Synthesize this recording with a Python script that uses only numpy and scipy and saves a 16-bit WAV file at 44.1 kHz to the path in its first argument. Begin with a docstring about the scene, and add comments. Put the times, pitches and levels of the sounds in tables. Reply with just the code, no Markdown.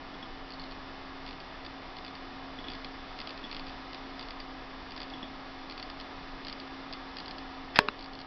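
"""Fans rush and hum, and a hard disk whines, heard from a small camera inside an open computer.
The fan blades stir the air; the spinning fans and disk add steady tones. The disk's arm ticks in
uneven bursts as it jumps to new places (each jump is a "seek"); a long seek gives a softer ring.
Near the end the camera is drawn back, scrapes an edge and knocks twice on the metal case."""
import sys
import numpy as np
from scipy import signal
from scipy.fft import rfft, irfft
from scipy.io import wavfile
from scipy.ndimage import uniform_filter1d

SR = 44100
rng = np.random.default_rng(int(sys.argv[2]) if len(sys.argv) > 2 else 0)


def file_out(sig):
    """Save sig as 16-bit WAV at sys.argv[1]."""
    # one column per channel
    cols = np.atleast_2d(sig).T
    # limit, then scale
    lim = np.clip(cols, -1, 1)
    pcm = np.round(lim * 32767).astype(np.int16)
    wavfile.write(sys.argv[1], SR, pcm)


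N = 364266
TIME = np.arange(N) / SR

# How strong the rushing air is from low to high: pitch_hz, relative_db
AIR_COLOUR = [(20, 12), (35, 0), (48, -3), (66, -1), (100, -7.5), (150, -7.5), (210, -6.5), (320, -2),
              (520, -7), (740, -4), (1200, -3), (1520, -11), (3100, -15.5), (5300, -14)]
# Pitches that the case and the disk's cover boost in the rush: pitch_hz, width_hz, boost_db
CASE_BOOSTS = [(654, 16, 4.5), (1276, 27, 3), (1425, 13, 5.5), (1668, 82, 7), (1800, 60, 6), (2083, 170, 5),
               (2500, 170, 4.5), (3500, 270, 6.5)]
# The rush is brighter when the camera is near the fans: time_s, treble_db
FAN_NEARNESS = [(0, -2.5), (1, -1.5), (2.2, -1.7), (2.7, -0.7), (3.7, 0), (4.6, -1.6), (6, -1.2),
                (7.4, -0.6), (7.8, -2.5), (8.26, -4.5)]
# The hum of the fans: pitch_hz, level_db, speed_drift (a fraction of the speed)
FAN_HUM = [(29.7, -58.5, .05), (166.8, -66, .001), (267.7, -52.3, .004), (735, -60, .001),
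           (768.2, -60, .001), (957.5, -68, .001), (1060, -68, .001), (1764, -69, .001),
           (2167.3, -68.8, .0003)]
# The whine of the disk: multiple (of DISK_SPIN_HZ), level_db
DISK_WHINE = [(1, -72.5), (16, -66), (23, -70), (24, -79.5), (25, -65.5)]
AIR_DB, DISK_SPIN_HZ = -43, 120.06

# Long, gentle moves of the disk's arm: start_s, level_db
GENTLE_SEEKS = [(.14, -48.5), (.226, -42), (2.587, -42), (2.641, -43.5), (2.668, -47), (2.683, -39.5),
                (3.439, -41), (3.449, -42), (5.136, -41), (5.228, -37.5)]
# Notes that a long seek sets ringing: pitch_hz, level_db, ring_s (time to fade by 60 dB)
SWAY_NOTES = [(1705, -14, .02), (1890, -14, 0.012), (2880, -12, 0.012), (3334, -1.5, 0.0091),
              (3460, -4, 0.016), (5390, -13, 0.014)]
# The disk drive rocking in its holder: pitch_hz, level_db, ring_s
ROCKING_NOTES = [(243, 3.5, 0.056), (332.5, -2, 0.12)]
# Bursts of evenly spaced quick seeks: start_s, count, spacing_s, level_db
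TICK_BURSTS = [(.5053, 3, .016, -39), (0.5969, 3, .021, -40), (0.7113, 2, .010, -41.5),
               (1.264, 2, .013, -41.5), (1.289, 3, .020, -41.5), (1.4025, 1, 0, -42.5),
               (1.6492, 2, .014, -41.5), (1.968, 2, .018, -40), (2.048, 3, .016, -42), (2.1526, 1, 0, -41),
               (2.684, 5, .017, -38.5), (2.846, 1, 0, -36.5), (3.189, 3, .013, -35.5), (3.273, 1, 0, -37.5),
               (3.2927, 2, .0134, -37), (3.3765, 1, 0, -39), (3.5137, 2, .014, -36),
               (3.5468, 2, .019, -35.5), (3.5952, 1, 0, -38), (3.6678, 3, .014, -41.5),
               (3.932, 2, .0136, -37), (4.194, 3, .0164, -36.5), (4.286, 1, 0, -40.5),
               (4.3072, 1, 0, -35.5), (4.4018, 1, 0, -38), (4.9077, 2, .0125, -39), (4.9639, 2, .0133, -36),
               (5.003, 3, .014, -37.5), (5.1008, 1, 0, -41), (5.698, 3, .0125, -37),
               (5.778, 2, .0204, -36.5), (5.827, 1, 0, -35.5), (5.9, 1, 0, -37), (6.0002, 2, .011, -37.5),
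               (6.449, 1, 0, -35), (6.4688, 3, .0144, -34.5), (6.527, 1, 0, -33.5), (6.6, 1, 0, -35),
               (6.927, 2, .0083, -32.5), (7.169, 3, .0166, -34), (7.259, 2, .022, -36.5), (7.31, 1, 0, -34),
               (7.3832, 1, 0, -35), (7.992, 5, .017, -41), (8.134, 2, .018, -42), (8.1902, 3, .012, -40.5)]
# The arm ringing: pitch_hz, level_db, ring_s
ARM_NOTES = [(4550, 1, 0.0057), (4543, -8, 0.018), (4760, -4.5, 0.002)]
# The arm's ring changes with its place over the disk: time_s, pitch_factor, ring_factor
ARM_CHANGES = [(.64, .972, 1.8), (1.3, 1.01, 1.13)]
# The drive's body ringing: pitch_hz, level_db, ring_s
BODY_NOTES = [(1150, -16.5, 0.0036), (1800, -3.5, 0.0053), (2020, 5, 0.0034), (2610, -2, 0.0091),
              (3430, -3, 0.013), (3780, -5, 0.0086)]
# How loud the body is next to the arm, from where the camera is: time_s, relative_db
BODY_LOUDNESS = [(.55, -13), (.9, -0.5), (2.7, -2.5), (4.3, -3), (5.8, -4.5), (6.9, -7), (8.2, -7)]

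# The camera scraping along an edge: start_s, level_db, fade_db_per_s
EDGE_SCRAPES = [(7.746, -41, 600), (7.7571, -23.5, 599), (7.787, -35, 401)]
# The scraped edge ringing: pitch_hz, level_db, ring_s
EDGE_NOTES = [(790, -6, .01), (1250, -3, 0.0046), (1870, 3, .006), (2600, -5, 0.012), (3380, -1, 0.0051),
              (4520, -4.5, 0.0048), (5210, -1.5, 0.0091)]
# Knocks on the case: start_s, level_db, panel_db, bounce_delay_s, bounce_relative_db
CASE_KNOCKS = [(7.7888, 2.5, -27.5, 0.0012, -8), (7.8856, -13.5, -42, .00076, -2.5)]
# The knock as it sounds at the camera: pitch_hz, level_db, ring_s
CAMERA_NOTES = [(158, -19.5, 0.018), (434, -5, 0.011), (954, 2.5, 0.0052), (1410, 3, 0.0049),
                (1814, -4, 0.0074), (2600, -3, 0.0057), (3950, -7, 0.0062), (4650, -7, 0.0037)]
# The case's metal panel ringing: pitch_hz, level_db, ring_s
PANEL_NOTES = [(403, -3.5, 0.81), (428, 0, 0.5), (486, -6, 0.35), (597, -3.5, 0.58), (1103, -3, 0.4),
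               (1460, -10, 0.16), (1740, -8, 0.26), (2560, -11, 0.14)]


def gain(db):
    """Turn decibels into a number to multiply by."""
    return 10 ** (np.asarray(db) / 20)


def level_to_one(x):
    """Scale a signal so that its average strength (rms) is 1."""
    return x / np.sqrt(np.mean(x ** 2))


def peak_to_one(x, size=1):
    """Scale a signal so that its loudest stretch of `size` samples has strength 1."""
    return x / np.sqrt(uniform_filter1d(x ** 2, size).max())


def value_at(rows, time_s):
    """Read between rows of (time_s, value) along straight lines."""
    return np.interp(time_s, *np.transpose(rows))


def drift(rate_hz):
    """A smooth random wobble, about 1 in size."""
    size = int(SR / rate_hz)
    steps = np.repeat(rng.standard_normal(N // size + 1), size)
    return level_to_one(uniform_filter1d(uniform_filter1d(steps, size), size)[:N])


def add(track, start_s, sound):
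    """Mix a sound into a track."""
    start = max(int(start_s * SR), 0)
    part = track[start:start + len(sound)]
    part += sound[:len(part)]


def ring(notes, detune=0., scatter_db=0., size=4096):
    """A tapped object rings with several fading notes; away from the tap, every other one is flipped."""
    hz, db, ring_s = np.transpose(notes)[:, :, None]
    pitch_luck, level_luck = rng.standard_normal((2, len(notes), 1))
    t = TIME[:size]
    fades = gain(db + scatter_db * level_luck) * np.exp(-np.log(1000) * t / ring_s)
    waves = np.sin(2 * np.pi * hz * (1 + detune * pitch_luck) * t)
    return (-1) ** np.arange(len(notes)) @ (fades * waves)


def case_echoes(x, echo_db, ring_s, size=4096):
    """Add the many short echoes that bounce between the walls of the case."""
    t = TIME[:size]
    echoes = rng.standard_normal(size) * np.exp(-np.log(1000) * t / ring_s) * (t > .0015)
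    return x + gain(echo_db) * signal.fftconvolve(x, echoes / np.linalg.norm(echoes))[:len(x)]


def through_steel(x, travel_s, front_hz=5000):
    """High notes travel faster through a steel sheet, so the low ones arrive a little late."""
    hz = np.arange(N // 2 + 1) * SR / N
    lag_cycles = travel_s * (2 * np.sqrt(hz * front_hz) - hz)
    return irfft(rfft(x) * np.exp(-2j * np.pi * lag_cycles), N)


def rushing_air():
    """Fan blades churn the air into noise, which the case colours; it is brighter near the fans."""
    hz = np.maximum(np.arange(N // 2 + 1) * SR / N, 1)
    points_hz, points_db = np.transpose(AIR_COLOUR)
    db = np.interp(np.log(hz), np.log(points_hz), points_db)
    for pitch_hz, width_hz, boost_db in CASE_BOOSTS:
        db += boost_db / (1 + (2 * (hz - pitch_hz) / width_hz) ** 2)
    rumble_cut = np.minimum(hz / points_hz[0], 1) ** 2
    spectrum = rfft(rng.standard_normal(N)) * gain(db) * rumble_cut
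    rush = irfft(spectrum, N)
    split_hz, flutter_db = 1300, 0.22
    treble = irfft(spectrum * hz ** 2 / (hz ** 2 + split_hz ** 2), N)
    low = (rush - treble) * gain(flutter_db * drift(7))
    high = treble * gain(value_at(FAN_NEARNESS, TIME) + flutter_db * drift(20))
    return gain(AIR_DB) * level_to_one(low + high)


def spinning_tone(hz, db, speed_drift, waver_db):
    """One tone of a spinning part: its speed drifts, and its level wavers as the camera moves."""
    phase = 2 * np.pi * np.cumsum(hz * (1 + speed_drift * drift(4))) / SR
    return np.sqrt(2) * gain(db + waver_db * drift(7)) * np.sin(phase)


def fan_hum():
    """The fans spin freely, so their tones wander a little."""
    return sum(spinning_tone(hz, db, speed_drift, waver_db=1.8) for hz, db, speed_drift in FAN_HUM)


def disk_whine():
    """The disk is held at one speed, so it whines at steady multiples of that speed."""
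    return sum(spinning_tone(round(multiple) * DISK_SPIN_HZ, db, speed_drift=.0001, waver_db=0.5)
               for multiple, db in DISK_WHINE)


def long_seeks():
    """A gentle push on the arm sways the drive and rocks it in its holder, with no sharp tick."""
    track = np.zeros(N)
    push = (1 - np.exp(-TIME[:4096] / 0.00095)) ** 2
    for start_s, db in GENTLE_SEEKS:
        sway = push * ring(SWAY_NOTES, detune=.008, scatter_db=1)
        rocking = push * ring(ROCKING_NOTES, detune=0.029)
        add(track, start_s, gain(db) * peak_to_one(sway, size=150))
        add(track, start_s, gain(db - 3.5) * peak_to_one(rocking, size=150))
    return case_echoes(track, echo_db=-2.5, ring_s=0.17)


def arm_tick(time_s):
    """A coil kicks the arm, then brakes it; the jolts ring the arm and body and rock the drive."""
    jolts = np.zeros(256)
    jolts[0] = 1
    add(jolts, rng.uniform(.0005, .0013), [-.4])  # the brake, about a millisecond later
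    times, pitch_factors, ring_factors = np.transpose(ARM_CHANGES)
    factors = (np.interp(time_s, times, pitch_factors), 1, np.interp(time_s, times, ring_factors))
    arm_notes = np.multiply(ARM_NOTES, factors)
    arm = signal.lfilter(jolts, 1, ring(arm_notes, detune=.01, scatter_db=1))
    body = signal.lfilter(jolts, 1, ring(BODY_NOTES, detune=.01, scatter_db=1))
    rocking = gain(-11.5) * peak_to_one(ring(ROCKING_NOTES, detune=0.07))
    drive = peak_to_one(body, size=70) + rocking
    return peak_to_one(arm, size=70) + gain(value_at(BODY_LOUDNESS, time_s)) * drive


def quick_seeks(scatter_db=1):
    """The arm jumps in bursts, ticking at an even pace but with slightly different force each time."""
    seeks = [(start_s + k * spacing_s, db + scatter_db * rng.standard_normal())
             for start_s, count, spacing_s, db in TICK_BURSTS for k in range(round(count))]
    track = np.zeros(N)
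    for start_s, db in seeks:
        tick = gain(db) * arm_tick(start_s)
        add(track, start_s, tick)
        add(track, start_s + rng.uniform(0.0027, 0.004), gain(-11) * tick)  # echo off a nearby wall
    carried = through_steel(track, travel_s=.0013)
    return case_echoes(carried, echo_db=-9, ring_s=0.061)


def camera_scrapes(attack_s=0.0022):
    """The camera catches on an edge in tiny slips; each scrape bites quickly, then fades."""
    slips = rng.choice([-1., 0., 1.], N)
    rasp = level_to_one(signal.fftconvolve(slips, ring(EDGE_NOTES))[:N])
    force = np.zeros(N)
    t = TIME[:8192]
    for start_s, db, fade_db_per_s in EDGE_SCRAPES:
        add(force, start_s, np.minimum(t / attack_s, 1) * gain(db - fade_db_per_s * t))
    return rasp * force


def camera_knocks():
    """The camera hits the case twice, bouncing each time and setting the metal panel ringing."""
    knocks, panel = np.zeros((2, N))
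    for start_s, db, panel_db, bounce_delay_s, bounce_db in CASE_KNOCKS:
        knock = gain(db) * peak_to_one(ring(CAMERA_NOTES))
        add(knocks, start_s, knock)
        add(knocks, start_s + bounce_delay_s, gain(bounce_db) * knock)
        add(panel, start_s, gain(panel_db) * peak_to_one(ring(PANEL_NOTES, size=16384)))
    carried = through_steel(knocks, travel_s=.00025)
    # After the last knock the camera rests on the panel and stops its ring.
    last_knock_s = CASE_KNOCKS[-1][0]
    muting = np.exp(-np.maximum(TIME - last_knock_s, 0) / 0.0114)
    return case_echoes(carried, echo_db=-11.5, ring_s=0.022) + panel * muting


def scene():
    """Add all the sounds together in one channel."""
    background = rushing_air() + fan_hum() + disk_whine()
    return (background + quick_seeks() + long_seeks() + camera_scrapes() + camera_knocks())[None]


def record(dry):
    """The microphone loses the high treble and overloads on the hard knock."""
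    treble_limit_hz, ceiling, top_hz = 5440, .67, 16300
    treble_cut = signal.firwin(75, treble_limit_hz, window=("kaiser", 5), fs=SR)
    dulled = signal.fftconvolve(dry, treble_cut[None], mode="same")
    clipped = np.clip(dulled, -ceiling, ceiling)
    top_cut = signal.ellip(8, .2, 70, top_hz, fs=SR, output="sos")
    return signal.sosfilt(top_cut, clipped)


dry = scene()
out = record(dry)
file_out(out)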